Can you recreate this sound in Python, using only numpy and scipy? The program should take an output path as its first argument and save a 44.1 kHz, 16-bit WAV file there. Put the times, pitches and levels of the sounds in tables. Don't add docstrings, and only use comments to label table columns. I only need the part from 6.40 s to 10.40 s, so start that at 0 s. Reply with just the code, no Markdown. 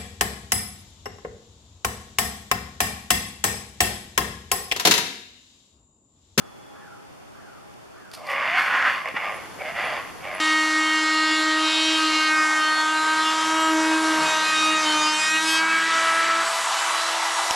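import sys
import numpy as np
from scipy import signal
from scipy.fft import rfft, irfft
from scipy.io import wavfile
from scipy.ndimage import uniform_filter1d

SR = 44100
rng = np.random.default_rng(int(sys.argv[2]) if len(sys.argv) > 2 else 0)


def dump(signal):
    limited = np.clip(np.atleast_2d(signal).T, -1, 1)
    pcm = np.round(limited * 32767).astype(np.int16)
    wavfile.write(sys.argv[1], SR, pcm)


N = 176400
T = np.arange(N) / SR

# time in seconds, relative level in dB.
SQUAWK_ENVELOPES = [
    [(1.77, -43.5), (1.87, -37), (1.898, -29), (2.102, -23), (2.112, -25), (2.196, -17), (2.232, -23.5),
     (2.328, -22.5), (2.34, -20), (2.438, -23), (2.474, -19.5), (2.536, -24.5), (2.572, -23.5), (2.63, -32)],
    [(2.635, -60), (2.647, -32), (2.689, -33), (2.725, -42)],
    [(2.748, -31), (2.761, -31), (2.769, -23), (2.79, -32), (2.85, -28), (2.93, -31.5), (2.98, -37.5),
     (3.07, -43)],
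    [(3.18, -50), (3.22, -32), (3.23, -41.5), (3.254, -32), (3.3, -27.5), (3.318, -34), (3.335, -38)],
    [(3.335, -35.5), (3.38, -24), (3.47, -23), (3.59, -24.5), (3.63, -37.5), (3.72, -44)],
    [(3.81, -33), (3.816, -49), (3.846, -32), (3.994, -31), (4.0, -25)],
]
# time in seconds, centre in Hz.
SHRILL_GLIDE = [(1.9, 4940), (2.06, 4660), (2.19, 4450), (2.45, 4360), (2.7, 4920), (3.5, 4596),
                (4.0, 4650)]


def heron(gain_db=-1, shrill_db=-23, effort_from_db=-16):
    source = syrinx()
    voice = throat(source)
    shrill_hz, = curves(SHRILL_GLIDE)
    shrill = gliding_band(source, shrill_hz, width_hz=330)
    out = 0
    for envelope in SQUAWK_ENVELOPES:
        db, = curves(envelope)
        strain = from_db(shrill_db + .25 * (db - effort_from_db))
        out += gate(envelope[0][0], envelope[-1][0]) * from_db(db) * (voice + strain * shrill)
    return from_db(gain_db) * out


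# time in seconds, nominal rate in Hz.
PULSE_RATES = [(1.85, 133.6), (2.1, 144), (2.19, 278), (2.3, 167), (2.47, 270), (2.56, 96), (2.66, 63.5),
               (2.72, 79), (2.77, 280), (2.83, 107.4), (3.0, 95.3), (3.22, 120), (3.4, 190), (3.6, 114.4),
               (3.9, 86)]


def syrinx(jitter=.2, spread_db=2, puff_s=.0024, puff_db=2):
    rate_hz, = curves(PULSE_RATES)
    cycles = np.floor(np.cumsum(rate_hz * np.exp(jitter * drift(120))) / SR)
    pulses = np.diff(cycles, prepend=0) * from_db(spread_db * noise()) / np.sqrt(rate_hz)
    puffs = signal.lfilter([1], [1, -np.exp(-1 / (puff_s * SR))], pulses) * noise()
    air = from_db(3.5 + np.log2(rate_hz / 154)) * noise()
    return hold_level(unit_rms(pulses) + from_db(puff_db) * unit_rms(puffs) + air)


# time in seconds, pitch in Hz.
NOTE_GLIDE = [(1.78, 645), (1.92, 547), (2.04, 582), (2.18, 762), (2.42, 709), (2.52, 537), (2.68, 618.7),
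              (2.78, 710), (2.93, 553), (3.2, 554), (3.3, 652), (3.39, 700), (3.53, 554), (3.84, 561.7),
              (4.0, 649.7)]
# time in seconds, level of the note over the low resonances in dB.
NOTE_PROMINENCE = [(1.8, -1), (2.05, -9.5), (2.15, 29), (2.23, -2.5), (2.7, -11.5), (3.2, -12.5), (3.3, 11),
                   (3.38, -5), (3.6, -46), (3.95, 3)]
# centre in Hz, width in Hz, relative level in dB.
LOW_MODES = [(586, 190, 12.5), (797, 175, 12)]
MID_MODES = [(1100, 147, 9), (1198, 26, 4.5)]
BEAK_MODES = [(1487, 640, 13.5), (1810, 245, 8)]
# frequency in Hz, relative gain in dB.
UPPER_SPECTRUM = [(900, -37), (1600, -21), (1950, 3), (2300, 4), (2650, -0.5), (2900, 0.5), (3250, -17.5),
                  (3550, -12.5), (4000, -28.5), (6000, -53)]
RASP_SPECTRUM = [(60, -35), (170, 0), (290, 10.5), (420, 8), (1000, -9.5), (3000, 17), (4700, -4.5),
                 (6000, -5), (8500, -13), (12000, -14.5), (15000, -38)]
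# time in seconds, then low, middle, beak and upper shares in dB.
THROAT_MIX = [(1.82, -2, -5.5, -17, -14), (1.9, -5, -1.5, -6, 2), (2.03, -11.5, -3.5, -3, -3),
              (2.13, -8, -11.5, -5.5, -1.5), (2.19, -13, -8, -2.5, -3.5), (2.36, -14.5, -4.5, -1.5, -5.5),
              (2.48, -13.5, -11, 2.5, -3.5), (2.6, -21.5, -7, -13.5, -9.5), (2.67, -1, 0.5, -4, 2),
              (2.77, -10, -7.5, -4, 0), (2.9, -5, -2, -6.5, -3.5), (3.05, -6, -12, -5.5, -5.5),
              (3.21, 2.5, -23, -3.5, 1.5), (3.3, -5.5, -14, -9, -5), (3.38, -9, -12, -6, -3.5),
              (3.56, -10, -13, -10.5, -10), (3.68, -21, -2, -6, -3), (3.85, -3.5, -10, -9, -4),
              (4.0, -8, -8.5, -5.5, -4)]


def throat(source, note_width_hz=49.5, overtone_db=-9, peak_db=-1.5, rasp_db=-15):
    note_hz, = curves(NOTE_GLIDE)
    note_db, = curves(NOTE_PROMINENCE)
    note = from_db(note_db) * hold_level(gliding_band(source, note_hz, note_width_hz))
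    overtone = from_db(overtone_db) * gliding_band(source, 2 * note_hz, note_width_hz)
    peak_hz = 2065 * np.exp(.042 * drift(7.3))
    peak = from_db(peak_db) * gliding_band(source, peak_hz, width_hz=206)
    low = unit_rms(resonate(source, LOW_MODES)) + note
    middle = unit_rms(resonate(source, MID_MODES)) + overtone
    beak = resonate(source, BEAK_MODES)
    upper = unit_rms(colour(source, UPPER_SPECTRUM)) + peak
    bands = (low, middle, beak, upper)
    voice = sum(from_db(db) * hold_level(band) for db, band in zip(curves(THROAT_MIX), bands))
    return voice + from_db(rasp_db) * unit_rms(colour(source, RASP_SPECTRUM))


# start in seconds, relative level in dB.
WING_CRACKS = [(1.338, -53), (1.7141, -41.5), (1.734, -45), (1.7444, -44), (1.867, -40), (2.109, -39),
               (2.6844, -39)]
# peak time in seconds, relative level in dB, rise and decay in seconds.
WING_SWISHES = [(1.739, -40, 0.006, 0.028), (1.91, -41.5, 0.029, 0.036), (2.19, -41, 0.021, 0.1),
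                (2.5, -48, .04, 0.15)]
# frequency in Hz, relative gain in dB.
FEATHER_SPECTRUM = [(300, -15), (1500, -10.5), (3300, -11), (4500, -2.5), (6500, -16), (9000, -16),
                    (13000, -18.5), (15500, -41)]


def wings(flutter_db=3.5):
    cracks = sum(burst(start_s + .00096, db, rise_s=.000081, decay_s=.0032) for start_s, db in WING_CRACKS)
    swishes = sum(burst(*row) for row in WING_SWISHES) * from_db(flutter_db * drift(337))
    return (cracks + swishes) * coloured_noise(FEATHER_SPECTRUM)


# peak time in seconds, level in dB.
BUMP_HITS = [(2.743, -32.5), (2.87, -52), (2.969, -41), (3.035, -48), (3.177, -46)]
# frequency in Hz, relative gain in dB.
BUMP_SPECTRUM = [(40, -20), (110, 2), (300, 3), (500, 4), (900, -11), (2000, -23), (8000, -38)]


def bumps():
    envelope = sum(burst(peak_s, db, rise_s=.0011, decay_s=.0068) for peak_s, db in BUMP_HITS)
    return envelope * np.array([coloured_noise(BUMP_SPECTRUM) for _ in range(2)])


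# start in seconds, relative level in dB.
FAR_BIRD_CALLS = [(-.2, -56.5), (.335, -54), (0.941, -56.5), (1.537, -56.5)]
# time since start in seconds, pitch in Hz, gain in dB.
CALL_CONTOUR = [(0, 1400, -1), (.05, 1750, -7), (.09, 1696, -3), (.15, 1450, 1.5), (.24, 1300, 0),
                (.31, 1230, -8)]


def far_bird(breath_db=-1, husk_hz=1240, husk_width_hz=380, husk_db=2.5):
    husk = resonate(noise(), [(husk_hz, husk_width_hz, husk_db)])
    out = 0
    for start_s, db in FAR_BIRD_CALLS:
        hz, contour_db = curves(CALL_CONTOUR, start_s)
        tone = wavering_tone(hz, waver=.0383)
        breath = from_db(breath_db) * gliding_band(noise(), hz, width_hz=332)
        envelope = gate(start_s, start_s + CALL_CONTOUR[-1][0]) * from_db(contour_db)
        onset = husk * swell(start_s + .05, width_s=.046)
        out += from_db(db) * (envelope * (tone + breath) + onset)
    return out


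# start and end in seconds, pitch in Hz, level in dB, waver as a fraction of pitch.
FAR_TONES = [(-.1, 0.25, 818, -61, 0.02), (0.21, 0.678, 818, -58, 0.0068),
             (1.014, 1.421, 815, -61.5, 0.0092)]


def far_tones(flicker_db=1.5):
    out = 0
    for start_s, end_s, hz, db, waver in FAR_TONES:
        envelope = gate(start_s, end_s, edge_s=.04) * from_db(db + flicker_db * drift(25))
        out += envelope * wavering_tone(hz, waver)
    return out


# peak time in seconds, level in dB.
HIGH_CHIRPS = [(2.96, -49), (3.46, -49), (3.954, -47.5)]


def chirps(centre_hz=10278, width_hz=100.2):
    band = hold_level(resonate(noise(), [(centre_hz, width_hz, 0)]))
    return band * sum(from_db(db) * swell(peak_s, width_s=.018) for peak_s, db in HIGH_CHIRPS)


def trill(pitch_hz=3385, level_db=-60, pips_per_s=28.6, peak_s=.195, end_s=.43):
    pips = np.abs(np.cos(np.pi * pips_per_s * (T - peak_s)))
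    envelope = from_db(level_db) * swell(peak_s, width_s=.35) * gate(-1, end_s)
    return envelope * pips * wavering_tone(pitch_hz, waver=.0057)


def shore_echo(x, gain_db=-9.5, delay_s=.02, t60_s=.74):
    tail = burst(delay_s, db=0, rise_s=.012, decay_s=t60_s / np.log(1000))
    shared = noise()
    responses = [unit_rms(tail * (shared + 1.13 * noise())) / np.sqrt(N) for _ in range(2)]
    return from_db(gain_db) * np.array([signal.fftconvolve(x, response)[:N] for response in responses])


# frequency in Hz, relative gain in dB.
STEADY_SPECTRUM = [(18, -42), (30, -15), (122, -3), (150, -5.5), (185, -4), (320, -4), (404, -3),
                   (448, -5.5), (662, -3), (735, -3.5), (794, -2), (859, -4), (1370, -6), (2030, -12.5),
                   (3980, -17), (9640, -23.5), (15000, -32.5)]
SWELL_SPECTRUM = [(30, -14), (70, -1.5), (150, -1.5), (400, 0), (1000, 2.5), (2200, -6.5), (5000, -13.5),
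                  (8500, -19), (11500, -16.5), (15000, -36)]
# frequency in Hz, side over mid in dB.
STEADY_WIDTH = [(40, 7), (150, 9.5), (400, 9), (1000, 2), (3000, 1.5), (10000, 0)]
SWELL_WIDTH = [(40, 0.5), (150, 1), (400, -14), (1000, -5.5), (3000, -4), (10000, 1)]
# time in seconds, mid level in dB.
SWELL_LEVELS = [(0, -80), (1.75, -69), (2.1, -48), (2.65, -50), (2.95, -43), (3.5, -41.5), (4.0, -44)]


def outdoor_hiss(steady_db=-51.5):
    swell_db, = curves(SWELL_LEVELS)
    steady = from_db(steady_db) * wide_noise(STEADY_SPECTRUM, STEADY_WIDTH)
    return steady + from_db(swell_db) * wide_noise(SWELL_SPECTRUM, SWELL_WIDTH)


def from_db(db):
    return 10 ** (np.asarray(db) / 20)


def unit_rms(x):
    return x / np.sqrt(np.mean(x ** 2) + 1e-20)


def hold_level(x, samples=1100):
    return x / np.sqrt(uniform_filter1d(uniform_filter1d(x ** 2, samples), samples) + 1e-9)


def curves(rows, start_s=0):
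    times_s, *columns = np.transpose(rows)
    return [np.interp(T - start_s, times_s, column) for column in columns]


def gate(start_s, end_s, edge_s=.024):
    return np.clip((T - start_s) / edge_s + .5, 0, 1) * np.clip((end_s - T) / edge_s + .5, 0, 1)


def burst(peak_s, db, rise_s, decay_s):
    return from_db(db) * np.exp(-np.maximum((peak_s - T) / rise_s, (T - peak_s) / decay_s))


def swell(peak_s, width_s):
    return np.exp(-((T - peak_s) / width_s) ** 2)


def noise():
    return rng.standard_normal(N)


def coloured_noise(spectrum):
    return unit_rms(colour(noise(), spectrum))


def wide_noise(spectrum, width):
    mid = coloured_noise(spectrum)
    side = colour(coloured_noise(spectrum), width)
    return np.array([mid + side, mid - side])


def drift(hz):
    lowpass = signal.butter(2, hz, fs=SR, output="sos")
    return unit_rms(signal.sosfilt(lowpass, rng.standard_normal(N + SR))[SR:])


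def wavering_tone(hz, waver):
    return np.sqrt(2) * np.sin(2 * np.pi * np.cumsum(hz * (1 + waver * drift(100))) / SR)


def colour(x, spectrum):
    size = 2 * N
    hz, db = np.transpose(spectrum)
    bins_hz = np.arange(N + 1) * SR / size
    gain = from_db(np.interp(np.log(bins_hz + 1), np.log(hz), db))
    cepstrum = irfft(np.log(gain))
    cepstrum[1:N] *= 2
    cepstrum[N + 1:] = 0
    return irfft(rfft(x, size) * np.exp(rfft(cepstrum)))[:N]


def resonate(x, modes):
    out = 0
    for k, (hz, width_hz, db) in enumerate(modes):
        band = signal.butter(2, [hz - width_hz / 2, hz + width_hz / 2], "band", fs=SR, output="sos")
        out += (-1) ** k * from_db(db) * unit_rms(signal.sosfilt(band, x))
    return out


def gliding_band(x, hz, width_hz):
    carrier = np.exp(2j * np.pi * np.cumsum(hz) / SR)
    lowpass = signal.butter(2, width_hz / 2, fs=SR, output="sos")
    return unit_rms((signal.sosfilt(lowpass, x / carrier) * carrier).real)


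# time in seconds, left over right in dB.
HERON_BALANCE = [(1.8, -1), (2.3, -1.2), (2.8, -1), (3.3, -0.9), (4.0, -1.3)]


def scene():
    balance_db, = curves(HERON_BALANCE)
    pan = from_db(np.array([balance_db, -balance_db]) / 2)
    bird = heron() + wings()
    hiss = outdoor_hiss()
    far = far_bird() + far_tones() + chirps() + trill()
    return pan * bird + far + shore_echo(bird + far) + bumps() + hiss


# centre in Hz, width in Hz.
MIC_NOTCHES = [(3930, 310), (7950, 200)]


def record(dry, cutoff_hz=14800):
    for hz, width_hz in MIC_NOTCHES:
        dry = signal.lfilter(*signal.iirnotch(hz, hz / width_hz, fs=SR), dry)
    return signal.sosfilt(signal.ellip(10, .1, 80, cutoff_hz, fs=SR, output="sos"), dry)


dry = scene()
out = record(dry)
dump(out)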